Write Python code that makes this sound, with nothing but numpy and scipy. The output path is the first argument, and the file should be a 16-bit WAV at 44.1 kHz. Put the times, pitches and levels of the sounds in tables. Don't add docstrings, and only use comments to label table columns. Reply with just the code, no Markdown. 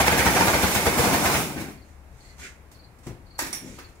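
import sys
import numpy as np
from scipy import signal
from scipy.fft import rfft, irfft
from scipy.io import wavfile
from scipy.ndimage import uniform_filter1d

SR = 44100
rng = np.random.default_rng(int(sys.argv[2]) if len(sys.argv) > 2 else 0)


def to_wav(sig):
    pcm = np.clip(np.atleast_2d(sig), -1, 1) * 32767
    pcm = np.round(pcm).astype(np.int16)
    wavfile.write(sys.argv[1], SR, pcm.T)


N = 176400
T = np.arange(N) / SR


def amp(db):
    return 10 ** (np.asarray(db) / 20)


def unit_rms(x):
    return x / np.sqrt(np.mean(x ** 2) + 1e-20)


def curve_at(points, hz):
    f, value = np.transpose(points)
    return np.interp(np.log(hz + 1), np.log(f + 1), value)


def colour(x, spectrum):
    log_gain = np.log(amp(curve_at(spectrum, abs(np.fft.fftfreq(4096, 1 / SR)))))
    taps = np.fft.ifft(np.exp(np.conj(signal.hilbert(log_gain)))).real[:2048]
    return signal.oaconvolve(x, taps / np.linalg.norm(taps))[:N]


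def grains(per_s, spread_db):
    size = amp(spread_db * np.minimum(rng.exponential(1, N), 4))
    return unit_rms(size * rng.choice([-1., 1.], N) * (rng.random(N) < per_s / SR))


def swell(at, rise, fall):
    out = np.zeros(N)
    first, last = np.searchsorted(T, [at - 10 * rise, at + 10 * fall])
    t = T[first:last] - at
    out[first:last] = np.exp(-(np.minimum(t, 0) / rise) ** 2 - np.maximum(t, 0) / fall)
    return out


# f/Hz, coherence/1
COHERENCE = [(60, .99), (250, .95), (500, .6), (1000, .35), (2500, .05), (16000, 0)]


def diffuse(noises):
    left, other = rfft(noises)
    alike = np.clip(curve_at(COHERENCE, np.fft.rfftfreq(noises.shape[1], 1 / SR)), -1, 1)
    right = alike * left + np.sqrt(1 - alike ** 2) * other
    return irfft(np.array([left, right]), noises.shape[1])


# f/Hz, T60/s
ROOM_T60 = [(60, 0.23), (250, 0.62), (1000, 0.34), (2500, 0.49), (6000, 0.23), (15000, 0.32)]
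SAW_EARLY_S, KNOCK_EARLY_S = 0.013, 0.0085


def room_response(wet_db, early_s):
    t = T[:SR // 2]
    early = diffuse(rng.standard_normal((2, len(t)))) * np.exp(-t / early_s)
    hz, at, late = signal.stft(diffuse(rng.standard_normal((2, len(t)))), SR, nperseg=256)
    decay = amp(-60 * at / curve_at(ROOM_T60, hz)[:, None])
    tail = signal.istft(late * decay, SR, nperseg=256)[1][:, :len(t)] * (1 - np.exp(-t / 0.0073))
    direct = signal.lfilter(*signal.butter(1, 900, fs=SR), 1. * (t == 0))
    scatter = signal.lfilter(*signal.butter(1, 600, "high", fs=SR), early / np.linalg.norm(early[0]))
    response = rfft(direct + amp(2) * scatter + amp(wet_db) * tail / np.linalg.norm(tail[0]))
    power = uniform_filter1d(abs(response) ** 2, size=60, axis=1)
    log_gain = -.5 * np.log(np.concatenate([power, power[:, -2:0:-1]], axis=1))
    return irfft(response * np.exp(np.conj(signal.hilbert(log_gain)))[:, :response.shape[1]])


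def garage(x, wet_db, early_s, spots=1, spot_s=.009):
    out = np.zeros((2, N))
    for k in range(spots):
        away = abs((T / spot_s - k + spots / 2) % spots - spots / 2) * (spots > 1)
        share = np.cos(np.pi / 2 * np.minimum(away, 1))
        out += signal.fftconvolve((x * share)[None], room_response(wet_db, early_s), axes=1)[:, :N]
    return out


# f/Hz, relative level/dB, T60/s
BLADE_MODES = [(5690, -1, .045), (5620, -9, .33), (6850, -17, .18), (9400, -8, .2), (9520, -6, .045),
               (10020, -18, .16), (10500, -6, .055), (12490, -18, .05), (13380, -11, .075)]


def blade(force):
    t = T[:SR // 2]
    ring = sum(amp(db - 60 * t / t60) * np.sin(2 * np.pi * hz * t) for hz, db, t60 in BLADE_MODES)
    return signal.fftconvolve(force, ring / np.linalg.norm(ring))[:N]


# t/s, tooth hiss level/dB, panel rattle level/dB
SAW_FEED = [(0, -31.5, -26), (.3, -28, -25), (.42, -26.5, -23.5), (.58, -28.5, -25.5), (.72, -27.5, -27.5),
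            (.83, -29.5, -27.5), (.965, -30.5, -26.5), (1.01, -25.5, -21), (1.11, -28.5, -23),
            (1.21, -29, -26), (1.28, -27.5, -23), (1.379, -27.5, -26), (1.45, -35, -38.5),
            (1.55, -44.5, -40.5), (1.61, -44.5, -43), (1.70, -51, -47), (1.74, -56.5, -76),
            (1.85, -100, -100)]
# t/s, levels/dB of slap, treble spit, flap, panel ring and hollow mode, hollow mode f/Hz
BLADE_SNAGS = [(.002, -17, -19, -32, -27.5, -43, 730), (.072, -21, -22, -35, -22.5, -31, 545),
               (0.122, -23, -25.5, -22.5, -24.5, -25, 560), (.19, -20, -21.5, -22.5, -22, -31, 710),
               (.263, -15, -25, -21, -27, -27, 682), (0.361, -19, -26, -30, -33, -22, 749),
               (.404, -21, -35, -22.5, -32, -11.5, 900), (.474, -18.5, -28, -23, -32, -23.5, 866),
               (.538, -21, -42, -21, -26, -25, 578), (0.633, -19, -22.5, -18, -25.5, -21.5, 844),
               (.754, -22, -22, -22.5, -23.5, -28, 684), (0.865, -17.5, -25, -18, -30, -17, 475),
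               (0.988, -23.5, -22.5, -20, -43, -16.5, 474.5), (1.068, -30, -38, -23.5, -37, -19.5, 488),
               (1.143, -22.5, -23, -24, -44, -22, 683), (1.255, -18.5, -25.5, -25.5, -31, -22, 675),
               (1.343, -22, -26.5, -24, -34, -32, 860), (1.576, -36, -52, -34.5, -46, -35, 303),
               (1.611, -41, -36.5, -46, -58, -45, 250), (1.671, -48, -58, -37, -55, -41, 292)]
# f/Hz, relative level/dB
HISS_SPECTRUM = [(300, -41), (2000, 1), (3300, -0.5), (4300, -3), (5700, 0), (7500, -1.1), (10000, -3),
                 (10800, -1), (12000, -8), (13300, -3), (14200, -12), (15300, -5)]
RATTLE_SPECTRUM = [(30, -25), (60, -36), (100, -5.5), (170, -0.5), (300, -0.5), (500, -4), (800, -1.5),
                   (1150, -5), (1600, -7), (1900, -12.5), (2200, -6), (3000, -18.5), (6000, -19.5),
                   (16000, -45)]
SLAP_SPECTRUM = [(40, -44), (130, 1), (250, -1), (520, -3.5), (900, 1), (1200, -4), (1600, 0.5),
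                 (2250, -3.5), (3100, -15.5), (6000, -14.5), (16000, -66)]
RING_SPECTRUM = [(100, -56), (380, -16), (470, 2.5), (540, -2.5), (600, -15), (680, -4), (800, -34),
                 (1150, -12), (1500, -6), (2150, -2), (2800, -11), (16000, -51)]
SLAP_LAG_S = 0.0038


def saw():
    times, hiss_db, rattle_db = np.transpose(SAW_FEED)
    bite_power = amp(np.interp(T, times, hiss_db)) ** 2
    slaps, rings = np.zeros((2, N))
    for at, slap_db, spit_db, _, ring_db, _, _ in BLADE_SNAGS:
        bite_power += (amp(spit_db) * swell(at, rise=0.018, fall=0.0061)) ** 2
        jolt = swell(at + SLAP_LAG_S, rise=0.011, fall=0.019)
        slaps += amp(slap_db) * jolt
        rings += amp(ring_db) * jolt
    teeth = np.sqrt(bite_power) * grains(per_s=5500, spread_db=0)
    rattle = amp(np.interp(T, times, rattle_db)) * grains(per_s=1100, spread_db=-0.5)
    chatter = grains(per_s=2200, spread_db=4.04)
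    panel = colour(rattle, RATTLE_SPECTRUM)
    panel += colour(slaps * chatter, SLAP_SPECTRUM) + colour(rings * chatter, RING_SPECTRUM)
    cut = colour(teeth, HISS_SPECTRUM) + panel + amp(-52) * unit_rms(blade(teeth))
    return garage(cut, wet_db=-3.5, early_s=SAW_EARLY_S, spots=6)


def panel_modes(flap_hz=80, flap_s=0.012, hollow_s=0.013, rise_s=0.0087):
    bends = np.zeros(N)
    detunes = np.exp(0.023 * rng.standard_normal(len(BLADE_SNAGS)))
    for (at, _, _, flap_db, _, hollow_db, hollow_hz), detune in zip(BLADE_SNAGS, detunes):
        for db, hz, fall_s in ((flap_db, detune * flap_hz, flap_s), (hollow_db, hollow_hz, hollow_s)):
            jerk = swell(at + rise_s, rise_s, fall_s)
            bends += amp(db) * jerk * np.sin(2 * np.pi * hz * (T - at))
    return garage(bends, wet_db=-9, early_s=SAW_EARLY_S)


# f/Hz, relative level/dB
RUMBLE_SPECTRUM = [(15, -4), (30, -8.5), (45, -9.5), (70, -10.5), (115, -16.5), (200, -22.5), (350, -26),
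                   (800, -27.5), (1370, -32.5), (2200, -35.5), (3300, -45.5), (7000, -47.5), (11000, -49.5),
                   (16000, -57)]
# t/s, level/dB
DRONE_LEVELS = [(0, -35), (1.8, -55.5), (2.08, -48.5), (2.3, -54), (2.6, -53.5), (2.8, -73), (4, -69)]


def outdoors(drone_hz=69.5):
    rumble = diffuse(np.array([colour(noise, RUMBLE_SPECTRUM) for noise in rng.standard_normal((2, N))]))
    waver = unit_rms(uniform_filter1d(rng.standard_normal(N), size=4000))
    drone = np.sqrt(2) * np.sin(2 * np.pi * np.cumsum(drone_hz * (1 + 0.0368 * waver)) / SR)
    return amp(-47.5) * rumble + amp(np.interp(T, *np.transpose(DRONE_LEVELS))) * drone


# t/s, level/dB
PANEL_BLOWS = [(.081, -11.5), (.276, -22), (.4095, -19.5), (.482, -18), (.643, -20.5), (.873, -22),
               (1.077, -29), (1.265, -35)]


def panel_bangs():
    blows = np.zeros(N)
    for at, db in PANEL_BLOWS:
        blows[round(at * SR)] += amp(db) * np.sqrt(.004 * SR)
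    return garage(colour(blows, SLAP_SPECTRUM), wet_db=-7, early_s=.003)


# peak t/s, rise/s, fall/s, level/dB
SHOE_SCUFFS = [(2.445, 0.026, 0.016, -35)]
CLOTH_RUSTLES = [(1.85, 0.13, 0.089, -63), (2.28, 0.14, 0.072, -57.5), (2.4, 0.021, 0.055, -46.5),
                 (3.05, 0.023, 0.027, -53.5), (3.72, 0.23, 0.083, -50)]
FAINT_SQUEAKS = [(2.3, 0.1, 0.028, -61), (2.53, .03, .02, -61)]
SHEET_BOOMS = [(1.47, 0.13, 0.073, -35.5), (1.62, 0.055, 0.068, -36.5), (1.7, 0.022, 0.025, -48.5),
               (3.655, 0.032, 0.044, -41), (3.725, 0.046, 0.028, -47.5)]
DEEP_SWELLS = [(3.225, 0.023, 0.093, -46), (3.89, 0.018, 0.04, -47)]
# f/Hz, relative level/dB
SCUFF_SPECTRUM = [(60, -27), (400, -2), (700, -18), (1100, -34), (1380, 3), (2050, 2), (2700, -3.5),
                  (3600, -12), (5200, -12), (6900, -10), (9000, -17), (12000, -28), (16000, -36)]
CLOTH_SPECTRUM = [(200, -15), (1500, -2.5), (2050, 2), (3000, -4.5), (5000, -5.5), (6800, 0), (9000, -7),
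                  (16000, -22)]
SQUEAK_SPECTRUM = [(200, -53), (1850, -31), (2040, 0), (2230, -24), (16000, -51)]
SHEET_SPECTRUM = [(50, -29), (120, -3), (175, 0.5), (260, 1), (340, -2), (460, -9.5), (700, -20),
                  (2000, -42), (16000, -77)]
DEEP_SPECTRUM = [(20, -9), (42, 2), (85, -6), (150, -39), (1000, -65), (16000, -80)]


def rubbing():
    out = np.zeros(N)
    for strokes, spectrum in ((SHOE_SCUFFS, SCUFF_SPECTRUM), (CLOTH_RUSTLES, CLOTH_SPECTRUM),
                              (FAINT_SQUEAKS, SQUEAK_SPECTRUM), (SHEET_BOOMS, SHEET_SPECTRUM),
                              (DEEP_SWELLS, DEEP_SPECTRUM)):
        envelope = sum(amp(db) * swell(at, rise, fall) for at, rise, fall, db in strokes)
        out += colour(envelope * grains(per_s=2500, spread_db=5.8), spectrum)
    return garage(out, wet_db=-10, early_s=0.031, spots=2)


# t/s, base level/dB
CRICKET_CHIRPS = [(1.725, -69), (2.2, -64), (2.745, -62.5), (3.258, -62), (3.75, -61)]


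def cricket(carrier_hz=4390, bandwidth_hz=500, syllable_s=.0095, spacing_s=0.044, step_db=2):
    lowpass = signal.butter(3, bandwidth_hz / 2, fs=SR, output="sos")
    noise = rng.standard_normal(N) + 1j * rng.standard_normal(N)
    rasp = unit_rms(signal.sosfilt(lowpass, noise).real)
    syllables = np.zeros(N)
    for at, db in CRICKET_CHIRPS:
        for k in range(3):
            peak_s = at + syllable_s + k * spacing_s
            syllables += amp(db + step_db * (k + 2)) * swell(peak_s, syllable_s, syllable_s)
    song = 2 * syllables * rasp * np.cos(2 * np.pi * carrier_hz * T)
    return garage(song, wet_db=-9.5, early_s=.014)


# t/s, levels/dB of clack, tick, thud and blade ring
CONTACTS = [(2.715, -48, -47.5, -59, -85), (2.987, -59, -56, -71, -85), (3.068, -46, -43.5, -44, -80),
            (3.383, -47, -37, -62, -68), (3.3906, -20, -21.5, -39, -50), (3.42, -28.5, -37, -33, -60),
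            (3.447, -39, -38, -48, -44), (3.465, -44, -34, -33, -52), (3.504, -46, -42, -46, -63),
            (3.529, -29, -27.5, -46, -27), (3.786, -35, -49, -38.5, -66), (3.818, -66, -65, -50, -73),
            (3.886, -76, -54, -47, -74), (3.952, -75, -58, -65, -79)]
# f/Hz, relative level/dB
CLACK_SPECTRUM = [(40, -12), (150, -18), (400, -1.5), (850, 6), (1100, 4.5), (1450, 7.5), (2200, 5.5),
                  (3200, -4), (4400, -2.5), (5700, -2), (8000, -17), (10500, -10), (14000, -22),
                  (15600, -12)]
TICK_SPECTRUM = [(200, -27), (2500, -6), (4500, -3), (6500, 2.5), (9000, -1), (16000, -11.5)]
THUD_SPECTRUM = [(25, -17), (60, 0), (130, -9), (190, -6.5), (350, 3), (550, -16), (800, -17), (1300, -27),
                 (4000, -21), (16000, -68)]


def knocks(rise_s=0.0014, contact_s=0.0084, thud_s=0.0094):
    clack, tick, thud, strike, crack = np.zeros((5, N))
    impulse = np.sqrt(contact_s * SR)
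    for at, clack_db, tick_db, thud_db, ring_db in CONTACTS:
        contact = swell(at, rise_s, contact_s)
        clack += amp(clack_db) * contact
        tick += amp(tick_db) * contact
        thud += amp(thud_db) * swell(at, rise_s, thud_s)
        strike[round(at * SR)] += amp(ring_db) * impulse
        crack[round(at * SR)] += amp(tick_db - 12) * impulse
    ring = blade(strike)
    hard = colour(clack * grains(per_s=3600, spread_db=1.0), CLACK_SPECTRUM)
    hard += colour(tick * grains(per_s=4000, spread_db=1.2), TICK_SPECTRUM)
    near = garage(colour(crack, TICK_SPECTRUM), wet_db=-7, early_s=KNOCK_EARLY_S) + amp(-7) * ring
    dull = colour(thud * grains(per_s=4000, spread_db=1.1), THUD_SPECTRUM)
    return (near + garage(dull, wet_db=1, early_s=KNOCK_EARLY_S, spots=2)
            + garage(hard + ring, wet_db=1, early_s=KNOCK_EARLY_S, spots=3))


# t/s, thump level/dB, woody knock level/dB
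STEP_CONTACTS = [(3.069, -28, -52), (3.096, -37, -48.5), (3.12, -46, -56), (3.15, -51, -70)]
# f/Hz, relative level/dB
FLOOR_SPECTRUM = [(25, 3), (60, 1.5), (130, 3), (190, -7.5), (260, -5.5), (360, -1), (560, -22), (740, -17),
                  (1200, -24), (2500, -26.5), (4000, -37), (16000, -62)]
WOOD_SPECTRUM = [(250, -25), (470, 7), (580, -11), (710, 2), (830, -2), (1000, -17), (1150, -17),
                 (1500, -36), (16000, -63)]


def footstep(rise_s=.004, fall_s=0.016):
    thump = sum(amp(db) * swell(at, rise_s, fall_s) for at, db, _ in STEP_CONTACTS)
    knock = sum(amp(db) * swell(at, rise_s, fall_s) for at, _, db in STEP_CONTACTS)
    grit = grains(per_s=5000, spread_db=0.68)
    step = colour(thump * grit, FLOOR_SPECTRUM) + colour(knock * grit, WOOD_SPECTRUM)
    return garage(step, wet_db=-7, early_s=KNOCK_EARLY_S, spots=2)


def scene():
    cutting = saw() + panel_modes() + panel_bangs()
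    handling = knocks() + footstep() + rubbing()
    return cutting + handling + cricket() + outdoors()


# f/Hz, left minus right level/dB
CHANNEL_TILT = [(60, 7), (200, 6.5), (380, 1.5), (700, -.5), (1290, 0), (2380, -5.5), (3200, 0.5),
                (4000, 5.5), (5000, -1), (6200, -4), (8120, -4.5), (15000, -11.5)]
RIGHT_LAG_S, LOW_CUT_HZ, HIGH_CUT_HZ = .00012, 41, 15770


def record(dry):
    hz = np.fft.rfftfreq(2 * N, 1 / SR)
    tilt = amp(curve_at(CHANNEL_TILT, hz) / 2)
    delay = np.exp(-2j * np.pi * hz * RIGHT_LAG_S)
    heard = irfft(rfft(dry, 2 * N) * np.array([tilt, delay / tilt]))[:, :N]
    heard = signal.sosfilt(signal.butter(2, LOW_CUT_HZ, "high", fs=SR, output="sos"), heard)
    lowpass = signal.firwin(1023, HIGH_CUT_HZ, window=("kaiser", 9), fs=SR)
    return signal.oaconvolve(heard, lowpass[None], "same")


dry = scene()
out = record(dry)
to_wav(out)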